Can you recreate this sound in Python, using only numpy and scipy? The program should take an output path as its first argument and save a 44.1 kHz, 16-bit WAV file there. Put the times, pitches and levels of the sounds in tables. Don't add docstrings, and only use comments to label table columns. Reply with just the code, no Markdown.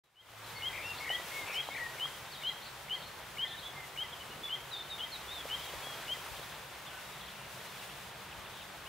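import sys
import numpy as np
from scipy import signal
from scipy.fft import rfft, irfft, next_fast_len
from scipy.io import wavfile
from scipy.ndimage import uniform_filter1d

SR = 44100
rng = np.random.default_rng(int(sys.argv[2]) if len(sys.argv) > 2 else 0)


def unload_audio(sound):
    columns = np.transpose(np.atleast_2d(sound))
    steps = np.round(np.clip(columns, -1, 1) * 32767)
    wavfile.write(sys.argv[1], SR, steps.astype(np.int16))


N = 391608
TIME = np.arange(N) / SR

# start and length in seconds, level in dB,
# then the sag of the first half and the break in the middle, both in dB against that level.
NEAR_CHIRPS = [(0.158, 0.06, -36, 0, -2), (.623, 0.065, -31.5, -3, -2), (1.093, 0.068, -32, 1.5, -10),
               (1.545, 0.069, -33, -1.5, 1.5), (1.998, 0.066, -32.5, -2.5, 1.5),
               (2.436, 0.065, -30, -4.5, 1), (2.897, 0.06, -33.5, -0.5, 1.5), (3.384, 0.063, -28, -4, -5.5),
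               (3.975, 0.059, -31, -3.5, -4.5), (4.495, 0.06, -32.5, -4, 1.5),
               (4.994, 0.057, -33.5, -2.5, -3), (5.5, 0.055, -33.5, -1.5, -1),
               (6.081, .057, -31, -3.5, -4.5)]
def near_bird():
    out = np.zeros(N)
    tick_lead_s, attack_s = .015, .00404
    for start, length, db, sag_db, break_db in NEAR_CHIRPS:
        tick = note(.009, 2210 * np.array([.93, 1, 1.07]), rise=.5, fall=.46)
        low_note = note(.028, (2063, 2027, 1940), rise=.15, fall=.35)
        add(out, start - tick_lead_s, undb(db - 11.5) * tick)
        add(out, start - attack_s / 2, undb(db) * chirp(length, sag_db, break_db, attack_s))
        add(out, start + length, undb(db - 15.5) * low_note)
    out *= undb(wander(180))
    return place(out, pan_db=2.5) + bank_echo(out, wet_db=-13, t60=.57, build_s=.015)


def chirp(length, sag_db, break_db, attack_s, release_s=.0088):
    start_hz, climb_hz_per_s = 2915, 4970
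    t = np.arange(-attack_s / 2, length + release_s / 2, 1 / SR)
    progress = t / length
    hz = start_hz + climb_hz_per_s * length * ease(progress / .914)
    first_half = 1 - ease((progress - .46) / .11)
    catch_db = -18 * bump(t, .0062, .0025)
    effort_db = sag_db * first_half + break_db * bump(progress, .57, .15) + catch_db
    envelope = ease((t - t[0]) / attack_s) * ease((t[-1] - t) / release_s)
    return tone(hz) * undb(effort_db) * envelope


# start and length in seconds, opening, middle and closing pitch
# in Hz, level in dB, trill depth and trill rate in Hz.
WHISTLED_NOTES = [(.54, 0.14, 2094, 2155, 2046, -47, 1, 2), (0.706, 0.14, 2180, 2274, 2320, -42.5, 205, 75),
                  (0.833, 0.097, 2620, 2764, 2700, -41, -1, 0), (1.0, 0.053, 2130, 2190, 2130, -42, 0, 0),
                  (1.038, 0.078, 2190, 2105, 1940, -40.5, 200, 36.5),
                  (1.104, .073, 1887, 1946, 1970, -38.5, 0, 0), (1.305, 0.15, 2130, 2186, 2050, -43, 0, -1),
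                  (1.453, .165, 2520, 2440, 2320, -42, 228, 79), (1.7, 0.05, 2160, 2194, 2260, -43, 0, 0),
                  (1.735, 0.0694, 2155, 2090, 1860, -40, 222, 36),
                  (1.793, 0.08, 1960, 1906, 1855, -38.5, 0, 0)]
def whistler():
    out = np.zeros(N)
    for start, length, hz0, hz1, hz2, db, depth_hz, rate_hz in WHISTLED_NOTES:
        waver = .004 + .3 * depth_hz / hz1
        whistle = note(length, (hz0, hz1, hz2), depth_hz, rate_hz, waver, rise=.25, fall=.12)
        add(out, start, undb(db) * whistle)
    out *= undb(1.4 * wander(90))
    return place(out, pan_db=4.5) + bank_echo(out, wet_db=-9, t60=.42, build_s=.012)


# start and length in seconds, pitch in Hz, level in dB.
FAR_HELD_NOTES = [(0.546, .048, 4440, -52.5), (2.46, 0.073, 4050, -50), (3.42, 0.16, 1800, -52),
                  (3.46, 0.076, 3510, -47.5), (3.639, 0.069, 3430, -46), (3.746, 0.11, 2097, -48),
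                  (4.428, 0.062, 3460, -42), (4.76, 0.065, 3620, -42), (5.621, .071, 3260, -49.5),
                  (5.822, .14, 3305, -47), (6.89, .17, 1500, -53.5), (7.03, .13, 3830, -57.5)]
# start and length in seconds, opening and closing pitch in Hz, level in dB.
FAR_SLURS = [(.86, 0.05, 5750, 4600, -52), (.995, .05, 5900, 4400, -55), (1.526, .04, 5650, 5150, -52.5),
             (2.313, 0.049, 4880, 3500, -48), (2.94, .028, 4700, 4050, -54), (3.575, .021, 3950, 3550, -49),
             (4.12, .025, 3520, 3040, -47), (4.711, 0.06, 4080, 3410, -42.5),
             (4.897, .053, 3840, 3590, -40), (5.115, 0.055, 4480, 3680, -45),
             (5.278, 0.063, 3430, 3840, -43), (5.334, 0.087, 3750, 3280, -44),
             (6.864, .025, 3700, 3050, -53), (7.81, .03, 3000, 2600, -52), (7.894, .027, 2550, 3200, -53),
             (8.309, .025, 3650, 2450, -49), (8.446, .022, 3490, 2480, -50), (8.602, .022, 3420, 2480, -50),
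             (8.852, .028, 2500, 3130, -49)]
# start in seconds, top pitch in Hz, level in dB.
FAR_PIPS = [(1.625, 3980, -52), (4.197, 3060, -47), (4.302, 2970, -48), (4.98, 3390, -40.5),
            (7.278, 3480, -54)]
def far_birds(faint_count=22, faint_until_s=5.6):
    out = np.zeros(N)
    for start, length, hz, db in FAR_HELD_NOTES:
        add(out, start, far_call(length, (hz, hz, hz * .975), db))
    for start, length, hz0, hz1, db in FAR_SLURS:
        add(out, start, far_call(length, (hz0, np.sqrt(hz0 * hz1), hz1), db))
    for start, hz, db in FAR_PIPS:
        foot_hz = hz * .883
        add(out, start, far_call(.035, (foot_hz, hz, foot_hz), db))
    for k, (when, height, glide, size) in enumerate(rng.random((faint_count, 4))):
        start = (k + when) / faint_count * faint_until_s
        octaves = .5 * (height - .5) + .153 * (glide - .3) * np.array([1, 0, -1])
        add(out, start, far_call(.0494 * (.5 + size), 3960 * 2 ** octaves, db=-55 - 4 * height))
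    out *= undb(2 * wander(140))
    return place(out, pan_db=.5) + bank_echo(out, wet_db=-8.5, t60=.53, build_s=.0056)


def far_call(length, pitches, db):
    rasp = .045 * np.ptp(pitches) / pitches[1] * (pitches[1] / 4000) ** 3
    return undb(db) * note(length, pitches, waver=.004 + rasp, rise=.19, fall=.091)


# start and length in seconds, centre pitch in Hz, top level of one slur in dB.
TWITTER_BOUTS = [(.89, 0.16, 3910, -48.5), (1.614, .14, 3630, -52.5), (2.325, .13, 3640, -49.5),
                 (2.55, .19, 4050, -52.5), (2.972, 0.12, 3760, -52.5), (3.469, 0.19, 3540, -47),
                 (4.768, 0.11, 3660, -52), (5.548, 0.18, 3350, -48), (6.35, .2, 3600, -51),
                 (6.851, .14, 3046, -50.5), (7.199, .12, 3660, -50.5), (7.327, 0.12, 2770, -51.5),
                 (7.661, .3, 3770, -52.5), (8.451, 0.18, 3390, -52)]
def twitter(slurs_per_bout=14, pitch_spread=.17):
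    out = np.zeros(N)
    for start, length, hz, db in TWITTER_BOUTS:
        for when, size, *turns in rng.random((slurs_per_bout, 5)):
            pitches = hz * (1 + pitch_spread * (2 * np.array(turns) - 1))
            slur = note(.0191, pitches, waver=.015, rise=.36, fall=.31)
            add(out, start + when * length - .01, undb(db - 8.2 * (1 - size)) * slur)
    return place(out, pan_db=2) + bank_echo(out, wet_db=-5, t60=.18, build_s=.009)


# start in seconds, pitch in Hz, level in dB.
CLEAR_PLOPS = [(1.102, 760, -25), (1.198, 630, -34), (1.474, 690, -31), (1.579, 695, -32.5),
               (1.688, 705, -30.5), (2.056, 825, -29), (5.454, 540, -33), (5.737, 560, -35),
               (5.870, 620, -29), (6.104, 560, -35), (6.261, 950, -29), (6.395, 450, -36),
               (6.52, 1230, -36)]
def water(wind_db, lap_count=240):
    out = np.zeros(N)
    for start, hz, db in CLEAR_PLOPS:
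        add(out, start, undb(db) * plop(hz, cycles=1.23, splash=.68))
    slosh_start, slosh_s, slosh_db = 4.29, .14, -47
    for when, pitch in rng.random((12, 2)):
        low_plop = plop(190 + 230 * pitch, cycles=1.4, splash=.56)
        add(out, slosh_start + when * slosh_s, undb(slosh_db) * low_plop)
    lap_odds = np.cumsum(undb(3.5 * (wind_db - wind_db.max())))
    for when, pitch, size in rng.random((lap_count, 3)):
        i = np.searchsorted(lap_odds, when * lap_odds[-1])
        lap = plop(450 * 3.2 ** pitch, cycles=1.5, splash=.7)
        add(out, i / SR, undb(wind_db[i] - 5.5 + 14.4 * size ** 2) * lap)
    return place(out, pan_db=.5)


def plop(hz, cycles, splash):
    t = np.arange(SR // 32) / SR
    ring = tone(hz * (1 + 12 * t)) * np.exp(-t * hz / cycles)
    froth = np.interp(t * hz, np.arange(64), rng.standard_normal(64))
    spray = froth * np.cos(2 * np.pi * 1.3 * hz * t) * np.exp(-t / .0033)
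    attack = 1 - np.exp(-t / .00045)
    return (ring + splash * spray) * attack


# peak time and half width in seconds, level in the trees and in the reeds in dB.
GUST_SWELLS = [(1.3, .6, -51.5, -58), (1.35, .07, -60, -55), (1.54, .03, -60, -57), (2.02, .13, -59, -61),
               (5.75, .5, -51, -56.5), (6.35, .17, -57, -57.5), (7.05, .2, -64, -62.5),
               (7.72, .25, -64, -60), (7.85, 0.0343, -64, -57)]
def breeze(trees_db=-52.5, reeds_db=-60, reeds_drop_db_per_s=.2):
    trees_power = undb(trees_db) ** 2
    reeds_power = undb(reeds_db - reeds_drop_db_per_s * (TIME - TIME.mean())) ** 2
    for peak, width, trees_gust_db, reeds_gust_db in GUST_SWELLS:
        swell = bump(TIME, peak, width)
        trees_power += swell * undb(trees_gust_db) ** 2
        reeds_power += swell * undb(reeds_gust_db) ** 2
    return 10 * np.log10(trees_power), 10 * np.log10(reeds_power)


# frequency in Hz, relative level in dB.
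TREE_SPECTRUM = [(150, -24.5), (260, -9), (380, -4.5), (600, -2), (900, 0), (1300, -1.5), (2000, -4),
                 (2700, -9.5), (3500, -8), (4600, -17), (7000, -28.5), (15000, -57)]
# frequency in Hz, left-right correlation.
FAR_LIKENESS = [(30, 0.9), (130, 0.99), (280, 0.73), (600, 0.89), (2000, 0.87), (4000, 0.61), (15000, 0.33)]
def tree_rush(wind_db):
    noise = stereo_noise(TREE_SPECTRUM, FAR_LIKENESS, level_band_hz=(400, 1500))
    ahead = noise.mean(axis=0)
    sides = noise - ahead
    return place(ahead * undb(wind_db + .5 * wander(22)) + sides * undb(-50), pan_db=.5)


# frequency in Hz, relative level in dB.
REED_SPECTRUM = [(800, -18), (2500, 9), (4000, 4), (6000, 1.5), (9000, -0.5), (12000, -1.5), (15500, -2)]
def reed_hiss(reed_db):
    likeness = [(2000, .82), (12000, .18)]
    hiss = stereo_noise(REED_SPECTRUM, likeness, level_band_hz=(6500, 15000))
    return place(hiss * undb(reed_db + .73 * wander(45)), pan_db=.5)


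# peak time in seconds, strength in dB.
WIND_THUMPS = [(1.42, -53), (1.852, -52), (3.384, -55), (5.773, -52), (6.06, -57), (6.33, -51), (8.38, -52)]
def buffets(thump_s=.12):
    push = np.zeros(N)
    for middle, db in WIND_THUMPS:
        add(push, middle - thump_s / 2, undb(db) * np.hanning(int(thump_s * SR)))
    low_band = signal.butter(2, [48, 135], "band", fs=SR, output="sos")
    eddies = signal.sosfilt(low_band, rng.standard_normal(N))
    return push * eddies / eddies.std() * np.array([[.85], [.1]])


# start and length in seconds, opening and closing pitch in Hz, level in dB.
ENGINE_DRONES = [(0.0492, 0.99, 112, 97, -57.5), (5.05, 0.75, 62, 73, -62.5), (6.9, 1.98, 190, 197, -64),
                 (2.9, 2.15, 420, 350, -68), (.8, 5.8, 139, 138, -69)]
# frequency in Hz, relative level in dB.
TRAFFIC_SPECTRUM = [(20, -26), (35, -17), (50, -0.5), (68, 0.5), (90, -1), (115, 0), (140, 5), (165, -2.5),
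                    (195, -1.5), (250, -13), (500, -38.5)]
def traffic():
    engines = np.zeros(N)
    for start, length, hz0, hz1, db in ENGINE_DRONES:
        add(engines, start, undb(db) * note(length, (hz0, (hz0 + hz1) / 2, hz1), waver=.0797))
    rumble = stereo_noise(TRAFFIC_SPECTRUM, FAR_LIKENESS, level_band_hz=(40, 250))
    rumble *= undb(-60 + .31 * wander(4.5))
    engines *= undb(1.4 * wander(12))
    return place(rumble + engines, pan_db=.5)


def bank_echo(x, wet_db, t60, build_s):
    t = np.arange(SR // 2) / SR
    common, left, right = rng.standard_normal((3, len(t)))
    build_up = 1 - np.exp(-(t / build_s) ** 2)
    echo = (common + np.array([left, right]) / 2) * undb(-60 * t / t60) * build_up
    echo *= undb(wet_db) / np.sqrt(np.sum(echo ** 2) / 2)
    return signal.oaconvolve(np.float32(x[None]), np.float32(echo), axes=1)[:, :N]


def note(length, pitches, depth_hz=0, rate_hz=0, waver=0, rise=.1, fall=.15):
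    t = np.arange(int(length * SR)) / SR
    progress = t / length
    knots = np.arange(0, length, .003)
    unsteady = 1 + waver * np.interp(t, knots, rng.standard_normal(len(knots)))
    arc_hz = np.polyval(np.polyfit([0, .5, 1], pitches, 2), progress)
    trill_hz = depth_hz * np.sin(2 * np.pi * rate_hz * t)
    ramps = np.clip(np.minimum(progress / rise, (1 - progress) / fall), 0, 1)
    return tone((arc_hz + trill_hz) * unsteady) * np.sin(np.pi / 2 * ramps)


def tone(hz):
    return np.sin(2 * np.pi * np.cumsum(hz) / SR)


def stereo_noise(spectrum, likeness, level_band_hz):
    size = next_fast_len(N)
    hz = np.arange(size // 2 + 1) * SR / size
    mid, side = rfft(rng.standard_normal((2, size))) * undb(read_curve(spectrum, hz))
    alike = np.clip(read_curve(likeness, hz), 0, .99)
    side *= np.sqrt((1 - alike) / (1 + alike))
    in_band = (hz > level_band_hz[0]) & (hz < level_band_hz[1])
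    rms = irfft(mid * in_band, size).std()
    return irfft(np.array([mid + side, mid - side]), size)[:, :N] / rms


def read_curve(points, hz):
    point_hz, values = np.transpose(points)
    return np.interp(np.log(hz + 1), np.log(point_hz), values)


def wander(rate_hz):
    hold = int(SR / rate_hz)
    steps = np.repeat(rng.standard_normal(N // hold + 1), hold)
    return 1.3 * uniform_filter1d(uniform_filter1d(steps, hold), hold)[:N]


def ease(u):
    return np.sin(np.pi / 2 * np.clip(u, 0, 1)) ** 2


def bump(t, middle, width):
    return np.exp(-((t - middle) / width) ** 2)


def undb(db):
    return 10 ** (np.asarray(db) / 20)


def add(track, start, sound):
    i = max(int(start * SR), 0)
    track[i:i + len(sound)] += sound[:max(N - i, 0)]


def place(x, pan_db):
    return x * undb(np.array([[pan_db], [-pan_db]]) / 2)


def scene():
    wind_db, reed_db = breeze()
    birds = near_bird() + whistler() + far_birds() + twitter()
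    return birds + water(wind_db) + tree_rush(wind_db) + reed_hiss(reed_db) + buffets() + traffic()


def record(dry):
    open_s, fade_from_s, fade_s, top_hz = .038, .14, .41, 15700
    faint = undb(-24.5) * ease((TIME - open_s) / .006 + .5)
    fade_in = faint + (1 - faint) * ease((TIME - fade_from_s) / fade_s)
    low_pass = signal.ellip(12, .1, 70, top_hz, fs=SR, output="sos")
    return signal.sosfilt(low_pass, dry * fade_in)


dry = scene()
out = record(dry)
unload_audio(out)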